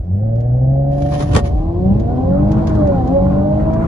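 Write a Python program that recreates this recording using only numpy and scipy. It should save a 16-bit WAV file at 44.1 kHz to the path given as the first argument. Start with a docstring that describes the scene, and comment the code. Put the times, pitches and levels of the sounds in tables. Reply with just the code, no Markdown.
"""First a six-cylinder engine held against the brake; then the car pulls away, revs out and shifts up.
The engine is a stack of sines on half multiples of the crank rate, with exhaust noise pulsing at the firings.
Under the surge something loose scrapes through the cabin and bumps to a stop: noise and ringing modes.
The body heaves once as a sagging sine boom; short noise bursts make the trim tick.
Road rumble, tyre roar and wind are shaped noises that come up after the pull-away."""
import sys
import numpy as np
from scipy import signal
from scipy.fft import rfft, irfft, next_fast_len
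from scipy.io import wavfile

SR = 44100
rng = np.random.default_rng(int(sys.argv[2]) if len(sys.argv) > 2 else 0)


def generate_wav(sig):
    """Save sig (samples, or channels by samples) to the path in sys.argv[1] as 16-bit PCM at SR."""
    pcm = np.round(np.clip(np.atleast_2d(sig).T, -1, 1) * 32767).astype(np.int16)
    wavfile.write(sys.argv[1], SR, pcm)


N = 170667
TIME = np.arange(N) / SR

# Noise spectra below are densities before their level curves.
# Left-right likeness of the noises: (frequency [Hz], correlation [-1 to 1])
LIKENESS = [(150, 1), (300, 0.21), (600, 0.035)]
# Random unevenness that roughens the noise band by band
PATCH_SPREAD_DB, PATCH_RATE_HZ, PATCH_SPACING_HZ = 4, 12, 130
# Early reflections
ECHO_GAIN, ECHO_SPAN_S = .3, .018

# Road rumble through the body: (frequency [Hz], density [dB per Hz])
RUMBLE_SPECTRUM = [(30, -45), (65, -39), (115, -39.5), (190, -49.5), (300, -51.5), (450, -58.5), (800, -89)]
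# Rumble swell: (time [s], level [dB])
RUMBLE_LEVEL = [(0, -19), (.85, -19.5), (1.04, -2.5), (1.2, -4), (1.36, 5.5), (1.47, 0), (1.7, -4.5),
                (1.92, 4), (2.25, 2), (2.9, 4.5), (3.3, 0.5), (3.87, 1.5)]
# Tyre roar: (frequency [Hz], density [dB per Hz])
ROAR_SPECTRUM = [(200, -55), (310, -51), (450, -64), (620, -72), (1050, -62.5), (1400, -90), (4000, -89),
                 (6500, -99), (10500, -109)]
# Roar swell: (time [s], level [dB])
ROAR_LEVEL = [(.9, -29.5), (1.3, -5), (1.75, -8.5), (2.4, -5.5), (2.75, -1.5), (3.1, -2.5), (3.87, -7)]
# Wind round the body, once the car is fast: (frequency [Hz], density [dB per Hz])
WIND_SPECTRUM = [(850, -65.5), (1100, -62.5), (2200, -85), (4000, -102)]
# Wind swell: (time [s], level [dB])
WIND_LEVEL = [(1.9, -28), (2.42, -6), (2.65, 0), (3.05, -6.5), (3.5, -5.5), (3.87, 2)]

# Trim ticks: (time [s], level [dB])
TICKS = [(0.353, -19), (0.402, -14), (1.018, -2.5), (1.995, -7), (2.514, -2), (2.669, 1.5), (2.69, -9.5),
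         (2.748, -10), (2.869, -9), (3.072, -8), (3.732, -7.5)]
# Bright noise heard in a tick, with a notch near 8.3 kHz: (frequency [Hz], density [dB per Hz])
TICK_SPECTRUM = [(1100, -66), (2300, -73), (6800, -77.5), (8300, -98.5), (10200, -83.5), (12000, -99)]
TICK_ATTACK_S, TICK_T60_S = .004, 0.066

# The body's falling boom
HEAVE_S, HEAVE_DB, HEAVE_ATTACK_S, HEAVE_T60_S = 1.508, -8, 0.023, 0.68
HEAVE_START_HZ, HEAVE_SAG_HZ_PER_S = 84.3, 560

# Modes of the loose object: (frequency [Hz], width [Hz], level before the ring gain [dB])
OBJECT_MODES = [(152, 43, -6), (434, 39, -0.5), (774, 44, -21), (1020, 210, -1), (1128, 15, -13),
                (1654, 49, -25), (1850, 18, -15.5), (3123, 35, -15.5)]
# Bright noise heard in the scrape, with a notch near 8.3 kHz: (frequency [Hz], density [dB per Hz])
SCRAPE_SPECTRUM = [(400, -65.5), (900, -61), (1700, -67), (2500, -69), (6700, -74.5), (8300, -93.5),
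                   (10200, -73.5), (12000, -98)]
# Surges of the scrape: (time [s], level [dB])
SCRAPE_LEVEL = [(.86, -37), (.94, -19), (1.09, -13), (1.146, -1), (1.18, -5.5), (1.225, 0.5), (1.26, -10.5),
                (1.37, -8), (1.42, -23.5), (1.455, -5), (1.5, -22), (1.7, -36.5)]
SCRAPE_GRAIN_DB, GRAIN_RATE_HZ = 2.5, 130
SCRAPE_PEAK_DB = 0.5  # height of each resonance added to a flat gain of 1
SLIPS_PER_S, SLIP_DB, SLIP_T60_S = 150, -4, 0.025
# Knocks, then a run of contacts: (time [s], level [dB], low-pass cutoff [Hz])
BUMPS = [(1.141, -13, 1800), (1.203, -9.5, 3480), (1.332, -13, 8970), (1.347, -3, 9000), (1.354, 0, 2480),
         (1.361, 3, 8000), (1.37, -14, 10000), (1.382, -7, 2000)]
# Noise of a contact before its low-pass: (frequency [Hz], density [dB per Hz])
BUMP_SPECTRUM = [(50, -41.5), (150, -31.5), (300, -39), (480, -37.5), (700, -46), (1100, -44.5),
                 (1600, -55), (6500, -60.5), (10200, -63.5), (12000, -76)]
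BUMP_ATTACK_S, BUMP_T60_S, BUMP_RING_DB = 0.0026, 0.079, -13.5

# Engine course: (time [s], crank speed [rpm], crank shake [dB], firing note [dB], its octave [dB])
ENGINE = [(0.0, 1648, -12, -31, -47), (0.1, 1797, -58.5, -18.5, -22), (0.25, 2200, -36, -15, -30),
          (0.5, 2432, -34, -14.5, -35.5), (0.75, 2733, -42, -13, -29.5), (1.0, 2849, -35.5, -19, -27.5),
          (1.28, 2939, -42, -25.5, -30.5), (1.47, 2835, -35, -34.5, -48), (1.6, 3110, -47.5, -32, -25.5),
          (1.78, 3540, -35.5, -23.5, -23), (1.9, 3882, -29, -12.5, -36), (2.07, 4680, -35, -29, -34.5),
          (2.2, 5120, -34.5, -18.5, -32), (2.28, 5354, -17.5, -26.5, -20), (2.4, 5870, -19.5, -23, -19.5),
          (2.52, 6246, -20, -24, -27.5), (2.66, 6545, -23.5, -26.5, -28.5), (2.78, 6186, -23.5, -24, -26),
          (2.9, 5688, -18.5, -25, -16.5), (3.04, 4975, -25.5, -20.5, -32),
          (3.16, 5560, -20.5, -24.5, -14.5), (3.29, 5643, -18, -25.5, -21), (3.48, 6033, -22, -21, -19.5),
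          (3.87, 6640, -25.5, -30.5, -26.5)]
CYLINDERS = 6
# Beat of one cylinder bank: (time [s], level [dB])
BANK_BEAT = [(0, -44), (.6, -24), (1.2, -29.5), (2.2, -23.5), (3.87, -26.5)]
# Engine load, driving the higher orders and the rush: (time [s], level [dB])
LOAD = [(0, -12.5), (.25, -2), (1.15, 1.5), (1.35, -3), (2.3, 0.5), (3.87, 1.5)]
# Exhaust and cabin resonances on the higher orders: (frequency [Hz], level before load [dB])
PIPE = [(110, -29.5), (200, -33.5), (340, -39), (420, -46.5), (510, -34.5), (570, -24), (635, -37.5),
        (720, -29.5), (810, -31.5), (900, -48.5), (1020, -38), (1300, -54.5), (1450, -42), (1700, -59.5)]
# Strong overtones: (multiple of crank rate [1], offset held on the brake [dB], offset at high revs [dB])
OVERTONES = [(4.5, -6.5, -0.5), (8, -9, -5.5), (9, -5.5, 0.5), (12, 2, -5.5), (15, 0, -12.5),
             (18, -13, -15)]
HELD_RPM, HIGH_RPM = 2720, 4370
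WEAK_DB, WEAK_FALL_DB_PER_ORDER = -5.5, 1.19  # the other orders come from unequal cylinders
STRONG_WAVER_DB, WEAK_WAVER_DB, WAVER_RATE_HZ = 1.52, 4, 15
WAVER_RISE = 0.68  # extra share of strong waver at high revs
CRANK_JITTER_TURNS, JITTER_RATE_HZ = 0.003, 25
# Left side against right: (frequency [Hz], phase lead [radians], extra level [dB])
LEAD = [(130, 0.09, 0), (227, 0.64, 1), (284, 0.18, 6), (580, -1.79, -2.5), (800, -0.71, 0)]
# Gas rushing in the exhaust: (frequency [Hz], density [dB per Hz])
RUSH_SPECTRUM = [(42, -65.5), (125, -56), (200, -57.5), (430, -64), (600, -59), (770, -62), (940, -95.5),
                 (1600, -87.5), (3400, -110), (11000, -130)]
RUSH_PULSING = 0.43  # depth of the swing at the firing rate

CEILING, CUTOFF_HZ, FADE_S = 0.78, 11400, .004


def from_db(db):
    """Decibels to gain."""
    return 10 ** (np.asarray(db) / 20)


def in_time(rows):
    """Each column of a curve, sample by sample."""
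    s, *columns = np.transpose(rows)
    return [np.interp(TIME, s, column) for column in columns]


def at_hz(points, hz):
    """A spectrum read on a log-frequency axis."""
    f, value = np.transpose(points)
    return np.interp(np.log(hz), np.log(f), value)


def drift(rate_hz):
    """Smooth random wander with spread 1: low-passed noise, drawn at every 40th sample."""
    pole = np.exp(-80 * np.pi * rate_hz / SR)
    raw = rng.standard_normal(N // 40 + 2002)
    slow = signal.lfilter([1], [1, -2 * pole, pole * pole], raw)[2000:]  # skip the settling
    return np.interp(np.arange(N) / 40, np.arange(len(slow)), slow / slow.std())


def noise(spectrum, lift=lambda hz: 1):
    """Steady stereo noise of a given density, alike on both sides in the bass; lift adds resonances."""
    size = next_fast_len(N)
    hz = np.maximum(np.fft.rfftfreq(size, 1 / SR), 1)
    mid, side = rfft(rng.standard_normal((2, size)))
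    alike = np.clip(at_hz(LIKENESS, hz), -.98, .98)
    both = np.sqrt(1 + alike) * mid + np.sqrt(1 - alike) * side * [[1], [-1]]
    low_skirt = 1 + (spectrum[0][0] / hz) ** 6
    high_skirt = 1 + (hz / spectrum[-1][0] / 2) ** 8
    gain = lift(hz) * from_db(at_hz(spectrum, hz)) / np.sqrt(low_skirt * high_skirt)
    return irfft(both * gain, size)[:, :N] * np.sqrt(SR) / 2


def blow(s, attack_s, t60_s):
    """A straight rise, then an exponential decay."""
    age = TIME - s
    decay = np.clip((age - attack_s) / t60_s, 0, 10)
    return np.clip(age / attack_s, 0, 1) * np.exp(-np.log(1000) * decay)


def patchy(x, stop=26):
    """Random unevenness, about 12 Hz, that roughens the noise band by band from about 1 to 3.3 kHz."""
    size = next_fast_len(N)
    place = np.fft.rfftfreq(size, 1 / SR) / PATCH_SPACING_HZ
    spectrum, out = rfft(x, size), x.copy()
    for k in range(8, stop):
        triangle = np.maximum(1 - abs(place - k), 0)
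        band = irfft(spectrum * triangle, size)[:, :N]
        out += band * (from_db(PATCH_SPREAD_DB * drift(PATCH_RATE_HZ)) - 1)
    return out


def cabin(x, count=12):
    """Early reflections from glass and trim colour a sound inside the car."""
    out = x.copy()
    for side in range(len(x)):
        lags = rng.uniform(ECHO_SPAN_S / 10, ECHO_SPAN_S, count) * SR
        signs = rng.choice([-1, 1], count)
        for lag, sign in zip(lags, signs):
            gain = sign * ECHO_GAIN * np.exp(-lag / SR / ECHO_SPAN_S)
            out[side, int(lag):] += gain * x[side, :-int(lag)]
    return out / np.sqrt(1 + count * ECHO_GAIN ** 2 / 2)


def road(rumble_waver_db=0.37, roar_waver_db=1.0, gust_db=2):
    """Rumble and tyre roar with slight random unevenness, and gusting wind."""
    rumble = noise(RUMBLE_SPECTRUM) * from_db(in_time(RUMBLE_LEVEL)[0] + rumble_waver_db * drift(33))
    roar = noise(ROAR_SPECTRUM) * from_db(in_time(ROAR_LEVEL)[0] + roar_waver_db * drift(10))
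    wind = noise(WIND_SPECTRUM) * from_db(in_time(WIND_LEVEL)[0] + gust_db * drift(29))
    return rumble + patchy(roar + wind)


def trim():
    """Short dry ticks of plastic: bursts of shaped noise."""
    strokes = sum(from_db(db) * blow(s, TICK_ATTACK_S, TICK_T60_S) for s, db in TICKS)
    return noise(TICK_SPECTRUM) * strokes


def heave():
    """The body's one deep boom: a sine that sags to half its starting pitch."""
    sagging_hz = HEAVE_START_HZ - HEAVE_SAG_HZ_PER_S * (TIME - HEAVE_S)
    hz = np.clip(sagging_hz, HEAVE_START_HZ / 2, HEAVE_START_HZ)
    turns = np.cumsum(hz * (TIME > HEAVE_S)) / SR
    swell = blow(HEAVE_S, HEAVE_ATTACK_S, HEAVE_T60_S)
    return from_db(HEAVE_DB) * swell * np.sin(2 * np.pi * turns)


def object_modes(hz):
    """Gain of the loose object: an equal resonant peak at each of its modes."""
    peaks = sum(1 / (1 + (2 * (hz - f) / width) ** 2) for f, width, db in OBJECT_MODES)
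    return 1 + from_db(SCRAPE_PEAK_DB) * peaks


def slide():
    """A scrape that comes in surges: grainy friction and small slips, both through the object's modes."""
    slips = (rng.random(N) < SLIPS_PER_S / SR) * rng.uniform(0.17, 1.2, N)
    decay = from_db(-60 / (SLIP_T60_S * SR))
    slips = signal.lfilter([1], [1, -decay], slips + 1e-18)  # tiny offset keeps the filter fast
    friction = from_db(SCRAPE_GRAIN_DB * drift(GRAIN_RATE_HZ)) / 2
    motion = friction + from_db(SLIP_DB) * slips
    return noise(SCRAPE_SPECTRUM, object_modes) * motion * from_db(in_time(SCRAPE_LEVEL)[0])


def bump(crackle_db=2):
    """Separate knocks, then a quick run of crunching contacts; each also rings the object's modes."""
    crunch, ring = np.zeros((2, N)), np.zeros((2, N))
    age = TIME[:SR // 4]
    for s, db, dull_hz in BUMPS:
        soft = signal.butter(1, dull_hz, fs=SR)
        contact = noise(BUMP_SPECTRUM) * blow(s, BUMP_ATTACK_S, BUMP_T60_S)
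        crunch += from_db(db) * signal.lfilter(*soft, contact + 1e-18)
        start = int(s * SR)
        for hz, width, mode_db in OBJECT_MODES:
            # the sides ring less in step where the noises are less alike
            phase = (1 - at_hz(LIKENESS, hz)) * rng.standard_normal((2, 1))
            tone = np.sin(2 * np.pi * hz * age + phase) * np.exp(-np.pi * width * age)
            ring[:, start:start + len(age)] += from_db(db + mode_db + BUMP_RING_DB) * tone
    return crunch * from_db(crackle_db * drift(GRAIN_RATE_HZ)) + ring


def engine():
    """Half multiples of the crank rate sound, set by firing, load and pipe; gas rushes with each firing."""
    rpm, shake_db, firing_db, octave_db = in_time(ENGINE)
    bank_db, = in_time(BANK_BEAT)
    load_db, = in_time(LOAD)
    turns = np.cumsum(rpm / 60) / SR + CRANK_JITTER_TURNS * drift(JITTER_RATE_HZ)
    revved = np.clip((rpm - HELD_RPM) / (HIGH_RPM - HELD_RPM), 0, 1)
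    firing = CYLINDERS / 2  # firings per crank turn
    low = {firing / 2: bank_db, 2: shake_db, firing: firing_db, 2 * firing: octave_db}
    strong = {order: held_db + (high_db - held_db) * revved for order, held_db, high_db in OVERTONES}
    lead = [(f, radians) for f, radians, db in LEAD]
    balance = [(f, db) for f, radians, db in LEAD]
    sides = np.array([[.5], [-.5]])
    tones = np.zeros((2, N))
    for order in np.arange(1, 22, .5):
        hz = order * rpm / 60
        if order in low:
            db = low[order]
        else:
            weak_db = WEAK_DB - WEAK_FALL_DB_PER_ORDER * order
            db = load_db + at_hz(PIPE, hz) + strong.get(order, weak_db)
        waver_db = WEAK_WAVER_DB
        if order in low or order in strong:
            waver_db = STRONG_WAVER_DB * (1 + WAVER_RISE * revved)
        phase = 2 * np.pi * (order * turns + rng.random()) + at_hz(lead, hz) * sides
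        level_db = db + waver_db * drift(WAVER_RATE_HZ) + at_hz(balance, hz) * sides
        tones += np.sqrt(2) * from_db(level_db) * np.sin(phase)
    puffs = 1 + RUSH_PULSING * np.cos(2 * np.pi * firing * turns)
    return tones + noise(RUSH_SPECTRUM) * puffs * from_db(load_db)


def scene():
    """All layers together; only the slide gets the early reflections."""
    loose = bump() + cabin(patchy(slide()))
    return road() + trim() + heave() + loose + engine()


def record(dry):
    """Peaks are rounded, the top is cut, the ends are eased."""
    rounded = dry / (1 + (dry / CEILING) ** 8) ** (1 / 8)
    cut = signal.ellip(10, .1, 80, CUTOFF_HZ, fs=SR, output="sos")
    ends = np.minimum(np.minimum(TIME, TIME[::-1]) / FADE_S, 1)
    return ends * signal.sosfilt(cut, rounded)


dry = scene()
out = record(dry)
generate_wav(out)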